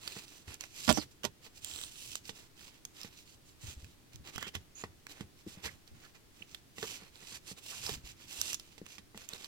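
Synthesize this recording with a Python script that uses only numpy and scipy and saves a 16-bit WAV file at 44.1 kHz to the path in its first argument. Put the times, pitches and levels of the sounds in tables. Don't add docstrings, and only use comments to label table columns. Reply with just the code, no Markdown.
import sys
import numpy as np
from scipy import signal
from scipy.fft import rfft, irfft
from scipy.io import wavfile
from scipy.ndimage import uniform_filter1d, map_coordinates

SR = 44100
rng = np.random.default_rng(int(sys.argv[2]) if len(sys.argv) > 2 else 0)


def put_to_file(sound):
    columns = np.atleast_2d(sound).T
    safe = np.clip(columns, -1, 1)
    whole_steps = np.round(safe * 32767)
    wavfile.write(sys.argv[1], SR, whole_steps.astype(np.int16))


N = 417627
TIME = np.arange(N) / SR
HIT_TIME = TIME[:8192]

# (start [s], speeding up [s], slowing [s], peak level [dB], relative skin scuff [dB])
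SLIDING_STROKES = [(0, .12, 0.14, -51, -5.5), (0.253, 0.093, 0.087, -58.5, -8.5),
                   (0.467, 0.018, 0.078, -52.5, -1.5), (0.602, 0.0081, 0.054, -51.5, -4),
                   (0.661, 0.082, 0.056, -60, -16), (0.753, 0.16, .01, -43, -13.5),
                   (0.882, .02, .1, -43, -9.5), (0.992, 0.036, .022, -49.5, -5),
                   (1.108, 0.0062, 0.018, -61, -11), (1.416, 0.056, 0.013, -55.5, -5.5),
                   (1.543, .03, 0.03, -55, -14), (1.617, .09, 0.19, -47.5, -11.5),
                   (1.896, 0.22, 0.071, -48, -16.5), (2.239, 0.043, 0.023, -52.5, -13),
                   (2.31, 0.044, 0.12, -60.5, -6.5), (2.562, 0.1, 0.043, -56.5, -7),
                   (2.7, 0.067, .03, -65.5, -2), (3.09, .045, .025, -63, -6),
                   (2.943, 0.094, 0.055, -53, -6), (3.16, 0.022, 0.058, -59.5, -21),
                   (3.25, .04, 0.075, -62, -18), (3.447, 0.037, 0.04, -64, -18),
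                   (3.606, 0.092, 0.049, -50.5, -8.5), (3.752, .08, .12, -65, -9),
                   (4.12, 0.018, 0.036, -62, -8), (4.241, 0.042, 0.03, -53.5, -1),
                   (4.32, 0.029, .03, -55.5, -3), (4.397, 0.017, 0.044, -49.5, -2.5),
                   (4.459, 0.025, .013, -48, -0.5), (4.54, 0.0039, 0.028, -50.5, 3.5),
                   (4.755, 0.034, 0.065, -56, -5.5), (5.083, 0.031, .022, -51, -6.5),
                   (5.128, 0.058, 0.052, -63, 4), (5.36, 0.031, 0.042, -65, -7),
                   (5.464, 0.032, 0.064, -55, -7), (5.554, 0.046, 0.026, -63.5, 3.5),
                   (5.628, 0.019, 0.033, -41.5, -4.5), (5.675, .01, .07, -60.5, 0),
                   (5.867, 0.015, 0.016, -60.5, -4), (5.942, .11, 0.057, -63, -1),
                   (6.144, .006, 0.027, -61, 3), (6.329, 0.1, 0.028, -64, -5.5),
                   (6.47, 0.039, .09, -62.5, -8.5), (6.765, 0.14, 0.079, -45, -10),
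                   (6.985, 0.018, 0.093, -60.5, 0), (7.125, 0.13, 0.032, -58, -4.5),
                   (7.265, 0.086, 0.033, -48, -10.5), (7.462, 0.046, 0.027, -48, -13),
                   (7.563, 0.025, 0.019, -53.5, -4), (7.617, 0.13, 0.096, -48, -12.5),
                   (7.825, 0.039, 0.092, -41, -10), (8.035, 0.047, 0.046, -51.5, -9),
                   (8.191, 0.043, 0.031, -56.5, -8), (8.278, 0.25, 0.031, -43, -12.5),
                   (8.56, 0.022, .2, -64, -9), (8.847, 0.064, .065, -56.5, -8),
                   (9.15, 0.067, 0.047, -54.5, -4), (9.285, 0.081, 0.0071, -51.5, -1),
                   (9.373, 0.034, 0.059, -53.5, -5.5)]
# (start [s], length [s], first pitch [Hz], last pitch [Hz], width [Hz], level [dB])
SQUEAK_GLIDES = [(0.932, 0.063, 5800, 5900, 600, -40.5), (0.973, 0.06, 5580, 3960, 1100, -45),
                 (1.626, 0.27, 6800, 8800, 700, -51.5), (1.947, 0.2, 10020, 11800, 1200, -62.5),
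                 (4.408, 0.062, 1694, 1975, 701.5, -51), (4.346, 0.063, 3000, 3110, 400, -50.5),
                 (4.405, 0.098, 3120, 3190, 400, -48.5), (4.543, 0.028, 3170, 3180, 350, -47.5),
                 (4.744, 0.095, 6500, 6900, 450, -51.5), (5.641, 0.062, 1950, 1850, 500, -48),
                 (6.031, .04, 1743, 1410, 500, -61), (6.421, 0.007, 2690, 2910, 597, -42),
                 (7.312, 0.062, 1483, 1890, 900, -58.5), (7.706, 0.051, 1105, 1376, 904, -53.5),
                 (7.855, 0.054, 871, 962, 600, -51)]
# (time [s], level over 10 ms [dB], ring [Hz], fracture decay [s])
RIB_SNAPS = [(0.076, -37, 4700, 0.0025), (0.543, -48.5, 6800, 0.00067), (0.6088, -41, 6520, 0.0015),
             (0.638, -46, 2760, 0.0036), (0.9265, -32.5, 7300, 0.00069), (1.234, -43.5, 3010, 0.0048),
             (1.6464, -39, 7180, 0.00075), (2.1548, -36.5, 6480, 0.00082), (2.8518, -42, 6000, 0.0013),
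             (3.0145, -46.5, 5070, 0.00092), (3.0325, -45, 5400, .0017), (3.845, -55.5, 2750, .0012),
             (4.1585, -53, 6150, .0005), (4.3595, -43, 3080, 0.0016), (4.3805, -41.5, 1700, .001),
             (4.4265, -39.5, 1930, 0.0025), (4.5535, -40.5, 3220, 0.0012), (5.0674, -47.5, 2450, 0.0014),
             (6.5463, -42.5, 4140, 0.0025), (7.8643, -36, 5930, 0.0036), (8.4148, -29, 6500, 0.00049),
             (8.5315, -37.5, 6170, 0.00043), (8.5443, -34.5, 7200, 0.00087), (8.5489, -42.5, 7130, 0.00068),
             (8.5975, -47, 5930, 0.0019), (8.8643, -51, 2910, 0.0016), (9.1757, -47, 3600, 0.00097),
             (9.2896, -42.5, 6700, 0.00062), (9.3345, -43, 4000, 0.0016), (9.4446, -44.5, 5000, 0.002)]
# (time [s], level [dB], hardness [0-1], extra thump from the weight behind it [dB])
FINGER_TAPS = [(0.166, -40, 0.44, -3.5), (0.48, -53, 0.8, 6), (1.465, -53.5, .85, -1),
               (2.2934, -43.5, 1, 2.5), (3.047, -48.5, 0.74, 8.5), (4.3807, -39.5, 0.68, -3),
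               (4.468, -46.5, 0.64, 1), (4.5518, -42, 0.94, -1), (4.558, -46.5, .6, -1),
               (4.8383, -30.5, 0.37, -8), (5.2083, -45.5, 0.83, 11), (5.465, -51, 0, 9.5),
               (5.471, -47.5, 0, 4), (5.573, -52, .05, 5.5), (5.66, -39.5, 0.74, -5),
               (6.408, -55, 0.26, 3.5), (6.7826, -42.5, 0.77, 0), (6.8283, -31.5, 0.65, -9.5),
               (6.842, -37.5, 0.2, -19), (7.022, -52, 0.34, 2.5), (7.228, -54, .6, 2), (7.32, -53.5, .3, 1),
               (7.514, -47.5, 0.53, 5.5), (7.893, -36.5, 0.79, -3.5), (8.78, -55.5, 0.99, 1.5),
               (8.8155, -38.5, 0.05, -2.5), (8.9823, -51, 0.97, 2), (9.146, -42.5, 0.18, -3.5),
               (9.332, -48, 0.63, -2)]
STRIP_SLAPS = [(0.8788, -36.5, 1, 12.5), (0.883, -25, 0.44, 1), (0.8911, -17, 0.54, -1),
               (0.897, -26, 0.95, 0), (0.904, -18.5, 0.52, -2), (0.912, -23.5, 0.53, -1.5),
               (0.9741, -25.5, 0.51, -2), (0.9839, -31, 0.3, 4), (1.242, -36.5, 0.87, -6),
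               (1.2506, -33.5, 1, -1.5), (1.255, -39.5, 0.6, 2.5)]
# (thump [dB], knock [dB], crack [dB], left minus right [dB])
TAP_MIX = [(-1.5, -10.5, -31, 3), (-6.5, 0, 3.5, -10.5)]
SLAP_MIX = [(-1, -13, -26, -31), (-7, 1.5, 2, -15)]
# (time [s], pitch [Hz], base level [dB])
HAND_BUMPS = [(0.476, 88, -48), (3.634, 110, -48), (3.68, 80, -46), (3.715, 135, -56.5), (3.767, 62, -47),
              (3.829, 75.4, -47.5), (4.144, 85.2, -50.5), (4.195, 78.6, -50.5), (4.354, 70.5, -48),
              (4.555, 85.4, -44), (4.839, 80, -50.5), (5.65, 75, -48), (5.916, 69, -51),
              (7.915, 76.5, -44.5), (7.96, 60, -50.5), (8.04, 54.1, -49), (8.388, 71, -53)]
# (frequency [Hz], relative level [dB], t60 [s])
WEAVE_MODES = [(125.5, -7, 0.066), (207, -1.5, 0.05), (308, -0.5, 0.019), (440, 6, 0.028),
               (627, -9.5, 0.016), (847, 4, 0.011), (1140, 8, 0.0062), (1505, -3.5, 0.02), (1900, 12, 0.01)]
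PHONE_MODES = [(112, -5, 0.088), (224, 3, 0.062), (285, 9, 0.029), (411, -8, 0.1), (544, -6.5, 0.027),
               (607, 10, 0.037), (690, -0.5, 0.042), (780, 7.5, 0.027), (946, 1, 0.046), (1096, 2.5, 0.034),
               (1403, 4, 0.038), (1730, 1, 0.029), (1900, -10, 0.025)]
# (frequency [Hz], relative level [dB])
LEAF_EQ = [(700, -33.5), (1900, -16), (2400, 0), (3200, 0), (4200, -2.5), (5300, -1), (6500, -1),
           (7500, -2), (9000, -7.5), (11000, -23), (16000, -44)]
EDGE_EQ = [(7000, -32), (9500, -1.5), (10500, -3), (12500, 0.5), (14500, -1), (16000, -13.5)]
SKIN_EQ = [(120, -19), (300, 4), (480, -0.5), (650, -2.5), (850, 0.5), (1100, -1), (1450, -2.5), (1950, 1),
           (2400, 1), (3200, -7), (7000, -32)]
CRACK_EQ = [(1000, -18), (2000, 0.5), (3200, 11.5), (4200, 6), (6000, 5.5), (8000, 1.5), (10000, -9),
            (13000, -4.5), (16000, -50)]
BODY_EQ = [(100, -16), (300, 1.5), (600, -48), (900, 3), (1500, 3.5), (2100, 2.5), (3500, -13.5)]
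TIP_EQ = [(4000, -56), (8000, 6), (10000, 4), (13000, 11), (16000, 10)]
PUFF_EQ = [(20, -16), (45, -5), (75, 5.5), (120, 3), (190, -4.5), (300, -10.5), (600, -26), (2000, -58)]
ROOM_EQ = [(20, 5.5), (60, -4.5), (130, 0), (200, -4.5), (320, -1), (520, -10), (1000, -12.5),
           (2200, -13.5), (4500, -14.5), (8000, -18.5), (15500, -22.5)]


def rubbing(motion, edge_s, rough_db, blend):
    leaf = friction_grain(LEAF_EQ, 13000, blend)
    edge = undb(-10) * friction_grain(EDGE_EQ, 20000, blend)
    skin = friction_grain(SKIN_EQ, 5000, blend)
    treble = signal.sosfiltfilt(butter(3, 4600, "highpass"), leaf)
    drag = undb(-23.5) * uniform_filter1d(motion, int(0.32 * SR))
    fidget = undb(5.5 * wander(14))
    out = drag * fidget * (leaf + edge + undb(-4) * skin)
    for start, rise_s, fall_s, db, skin_db in SLIDING_STROKES:
        i, strength = stroke(start, rise_s, fall_s, db, edge_s)
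        tilt_db = 0.078 * (db + 55) - 0.23 * (skin_db + 11)
        high, low = balance(tilt_db)
        face = high * treble[:, i] + low * (leaf[:, i] - treble[:, i])
        face = face + undb(-3.5) * span_ring(face)
        out[:, i] += strength * (face + edge[:, i] + undb(skin_db) * skin[:, i])
    roughness = undb(rough_db * (wander(45) + wander(220)))
    return balance(-5.5) * out * roughness


def friction_grain(eq, per_s, blend):
    spots = [unit(drift(colour(slips(per_s, spread_db=2.5), eq), rate_hz=7, depth=.08)) for _ in range(2)]
    return np.sqrt([[1 - blend, blend], [1, 0]]) @ np.array(spots)


def slips(per_s, spread_db):
    sizes = undb(spread_db * np.minimum(rng.exponential(size=N), 5))
    return (rng.random(N) < per_s / SR) * sizes * rng.standard_normal(N)


def stroke(start, rise_s, fall_s, db, edge_s, rise_db=9.5, fall_db=7.5):
    end = start + rise_s + fall_s
    i = slice(max(int((start - edge_s) * SR), 0), int((end + edge_s) * SR))
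    gate = np.clip(.5 + np.minimum(TIME[i] - start, end - TIME[i]) / edge_s / 2, 0, 1)
    early = np.interp(TIME[i], [start, start + rise_s], [1, 0])
    late = np.interp(TIME[i], [end - fall_s, end], [0, 1])
    return i, gate * undb(db - rise_db * early ** 2 - fall_db * late ** 2)


def strip_motion(edge_s):
    out = np.zeros(N)
    for start, rise_s, fall_s, db, _ in SLIDING_STROKES:
        i, strength = stroke(start, rise_s, fall_s, db, edge_s)
        out[i] = np.hypot(out[i], strength)
    return out


def span_ring(x, centre_hz=4750, spread_octaves=0.49):
    hz = np.clip(centre_hz * 2 ** (spread_octaves * rng.standard_normal()), SR / 20, SR / 4)
    return signal.lfilter(*signal.iirpeak(hz, Q=16.6, fs=SR), x)


def squeaks():
    out = np.zeros((1, N))
    for s, length, first_hz, last_hz, width_hz, db in SQUEAK_GLIDES:
        n = int(length * SR)
        waver = signal.sosfilt(butter(2, width_hz / 2), rng.standard_normal((n, 2)) @ [1, 1j])
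        phase = 2 * np.pi * np.cumsum(np.linspace(first_hz, last_hz, n)) / SR
        whistle = np.real(waver * np.exp(1j * phase))
        add(out, s, undb(db) * unit(whistle) * signal.windows.tukey(n, .35))
    return out[0]


def clicks(events, typical_hz=3880, typical_decay_s=0.00074):
    out = np.zeros((2, N))
    for s, db, hz, decay_s in events:
        octaves = np.log2(hz / typical_hz)
        body_db = -15 - 9 * octaves
        tip_db = -10.5 - 2.5 * np.log2(decay_s / typical_decay_s)
        force = fracture(decay_s, shiver_db=-45, shiver_t60=0.046)
        crack = burst(colour(force, CRACK_EQ), db=-octaves)
        ping = burst(ring(force, [(hz, 0, .004)]), db=3)
        body = burst(colour(force, BODY_EQ), db + body_db)
        tip = burst(colour(force, TIP_EQ), db + tip_db)
        add(out, s, balance(-9) * (burst(crack + ping, db) + body + tip))
    return out


def fracture(decay_s, shiver_db, shiver_t60):
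    envelope = np.exp(-HIT_TIME / decay_s) + undb(shiver_db) * fade(shiver_t60)
    return rng.standard_normal(len(HIT_TIME)) * envelope


def rib_ratchet(start_s, gap_s, count, decay_s, jitter_s):
    return [(start_s + k * gap_s + jitter_s * late, -50 + 1.2 * k + loud,
             3700 * 2 ** (0.12 * high), decay_s)
            for k, (late, loud, high) in enumerate(rng.standard_normal((count, 3)))]


def fibre_ticks(motion, per_s, gate_db, decay_s):
    variations = rng.standard_normal((400, 3))
    places = rng.integers(0, N, len(variations))[:int(per_s * N / SR)]
    return [(TIME[i], -61.5 + 4 * loud, 4260 * 2 ** (0.31 * high), decay_s * 2 ** (.5 * long))
            for i, (loud, high, long) in zip(places, variations) if motion[i] > undb(gate_db)]


def blows(events, mix, modes, split_hz, contact_s, scrape_db, scrape_t60, pad_hz):
    out = np.zeros((2, N))
    soft, hard = np.array(mix)
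    low_modes = [m for m in modes if m[0] < split_hz]
    high_modes = [m for m in modes if m[0] >= split_hz]
    for s, db, hardness, weight_db in events:
        thump_db, knock_db, crack_db, pan_db = soft + hardness * (hard - soft)
        force = fracture(contact_s, scrape_db, scrape_t60)
        push = burst(force, db=0) + burst(signal.unit_impulse(len(HIT_TIME)), db=0.84)
        cutoff_hz = np.clip(pad_hz * undb(crack_db - knock_db), 550, SR / 4)
        push = signal.sosfilt(butter(2, cutoff_hz), push)
        thump = burst(highpass(ring(push, low_modes), 140), thump_db + weight_db)
        knock = burst(highpass(ring(push, high_modes), 258), knock_db)
        crack = burst(colour(force, CRACK_EQ), crack_db)
        add(out, s, balance(pan_db) * undb(db) * (thump + knock + crack))
    return out


def ring(force, modes):
    response = np.zeros(len(HIT_TIME))
    for hz, db, t60 in modes:
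        gain = undb(db + 2 * rng.standard_normal())
        detuned_hz = hz * (1 + 0.034 * rng.standard_normal())
        response += gain * fade(t60) * np.sin(2 * np.pi * detuned_hz * HIT_TIME)
    return signal.fftconvolve(force, response)[:len(force)]


def air_puffs(motion, pan_db, idle_db=-70, stroke_db=-17.5, blow_db=-18.5, bump_db=-5):
    power = (undb(idle_db) ** 2 + (undb(stroke_db) * motion) ** 2)[None]
    for s, db, _, weight_db in FINGER_TAPS + STRIP_SLAPS:
        add(power, s, (undb(db + weight_db + blow_db) * fade(0.25)) ** 2)
    for s, _, db in HAND_BUMPS:
        add(power, s, (undb(db + bump_db) * (1 - fade(0.043)) * fade(0.33)) ** 2)
    shared = rng.standard_normal(N)
    air = np.array([unit(colour(shared + 0.75 * rng.standard_normal(N), PUFF_EQ)) for _ in range(2)])
    return balance(pan_db) * np.sqrt(power) * undb(2.1 * wander(25)) * air


def hand_bumps(t60, phase_spread_rad):
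    out = np.zeros((2, N))
    for s, hz, db in HAND_BUMPS:
        phase = 2 * np.pi * hz * HIT_TIME + phase_spread_rad * rng.standard_normal((2, 1))
        swings = np.sin(phase) * (1 - fade(0.01)) * fade(t60)
        add(out, s, burst(swings, db + 6))
    return out


def around_phone(pair, lag_s, scatter_share, scatter_t60, bend_hz):
    left, right = pair
    left = np.interp(TIME - lag_s, TIME, left)
    treble = signal.sosfiltfilt(butter(1, bend_hz, "highpass"), left)
    paths = rng.standard_normal(len(HIT_TIME)) * fade(scatter_t60)
    paths = irfft(np.exp(1j * np.angle(rfft(paths))))[:len(HIT_TIME) // 2]
    scattered = np.sqrt(scatter_share) * smear(treble, paths)
    direct = left + (np.sqrt(1 - scatter_share) - 1) * treble
    return np.array([direct + scattered, right])


def room_echo(pair, wet_db, t60, predelay_s=.004):
    tails = rng.standard_normal((2, len(HIT_TIME))) * fade(t60) * (HIT_TIME > predelay_s)
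    return undb(wet_db) * np.array([smear(pair.mean(axis=0), tail) for tail in tails])


def room_tone(db):
    shared = 0.79 * signal.sosfilt(butter(2, 450), rng.standard_normal(N))
    return undb(db) * np.array([unit(colour(rng.standard_normal(N) + shared, ROOM_EQ)) for _ in range(2)])


def undb(db):
    return 10 ** (np.asarray(db) / 20)


def unit(x):
    return x / np.sqrt(np.mean(x ** 2))


def burst(x, db):
    return x * undb(db) * np.sqrt(.01 * SR / np.sum(x ** 2))


def fade(t60):
    return np.exp(-np.log(1000) * HIT_TIME / t60)


def wander(rate_hz):
    hold = int(SR / rate_hz)
    steps = np.repeat(rng.standard_normal(N // hold + 1), hold)
    return 1.46 * uniform_filter1d(steps, hold)[:N]


def drift(x, rate_hz, depth):
    playhead = np.cumsum(1 + depth * np.tanh(wander(rate_hz)))
    return map_coordinates(x, [playhead], order=3, mode="mirror")


def colour(x, eq, size=2048):
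    hz, db = np.transpose(eq)
    curve_db = np.interp(np.log(np.fft.rfftfreq(size, 1 / SR) + 1), np.log(hz), db)
    cepstrum = irfft(np.log(undb(curve_db)))
    cepstrum[1:size // 2] *= 2
    cepstrum[size // 2 + 1:] = 0
    return signal.oaconvolve(x, irfft(np.exp(rfft(cepstrum))))[:len(x)]


def butter(order, hz, kind="lowpass"):
    return signal.butter(order, hz, kind, fs=SR, output="sos")


def highpass(x, hz):
    return signal.sosfilt(butter(2, hz, "highpass"), x)


def smear(x, response):
    return signal.oaconvolve(x, response / np.linalg.norm(response))[:N]


def balance(db):
    ratio = undb(np.atleast_1d(db))
    return np.array([ratio, np.ones_like(ratio)]) * np.sqrt(2 / (1 + ratio ** 2))


def add(track, s, sound):
    start = int(s * SR)
    track[:, start:start + sound.shape[-1]] += sound[..., :N - start]


def scene():
    motion = strip_motion(edge_s=.012)
    friction = rubbing(motion, edge_s=.012, rough_db=1.12, blend=0.69) + balance(-10) * squeaks()
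    ratchet = rib_ratchet(start_s=1.7135, gap_s=.0248, count=6, decay_s=0.00057, jitter_s=0.0011)
    ticks = fibre_ticks(motion, per_s=14, gate_db=-64, decay_s=0.0021)
    snaps = clicks(RIB_SNAPS + ratchet + ticks)
    taps = blows(FINGER_TAPS, TAP_MIX, WEAVE_MODES, split_hz=360, contact_s=0.0013,
                 scrape_db=-4.5, scrape_t60=0.076, pad_hz=5500)
    slaps = blows(STRIP_SLAPS, SLAP_MIX, PHONE_MODES, split_hz=350, contact_s=0.0016,
                  scrape_db=-7.5, scrape_t60=0.067, pad_hz=3920)
    weaving = friction + snaps + taps
    close = around_phone(weaving + slaps, lag_s=.00018, scatter_share=0.89, scatter_t60=0.016,
                         bend_hz=1310)
    low_end = air_puffs(motion, pan_db=-3) + hand_bumps(t60=0.12, phase_spread_rad=0.85)
    return close + low_end + room_echo(weaving, wet_db=-17, t60=0.26) + room_tone(db=-62)


def record(dry):
    return signal.sosfilt(signal.ellip(10, .2, 70, 16350, fs=SR, output="sos"), dry)


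dry = scene()
out = record(dry)
put_to_file(out)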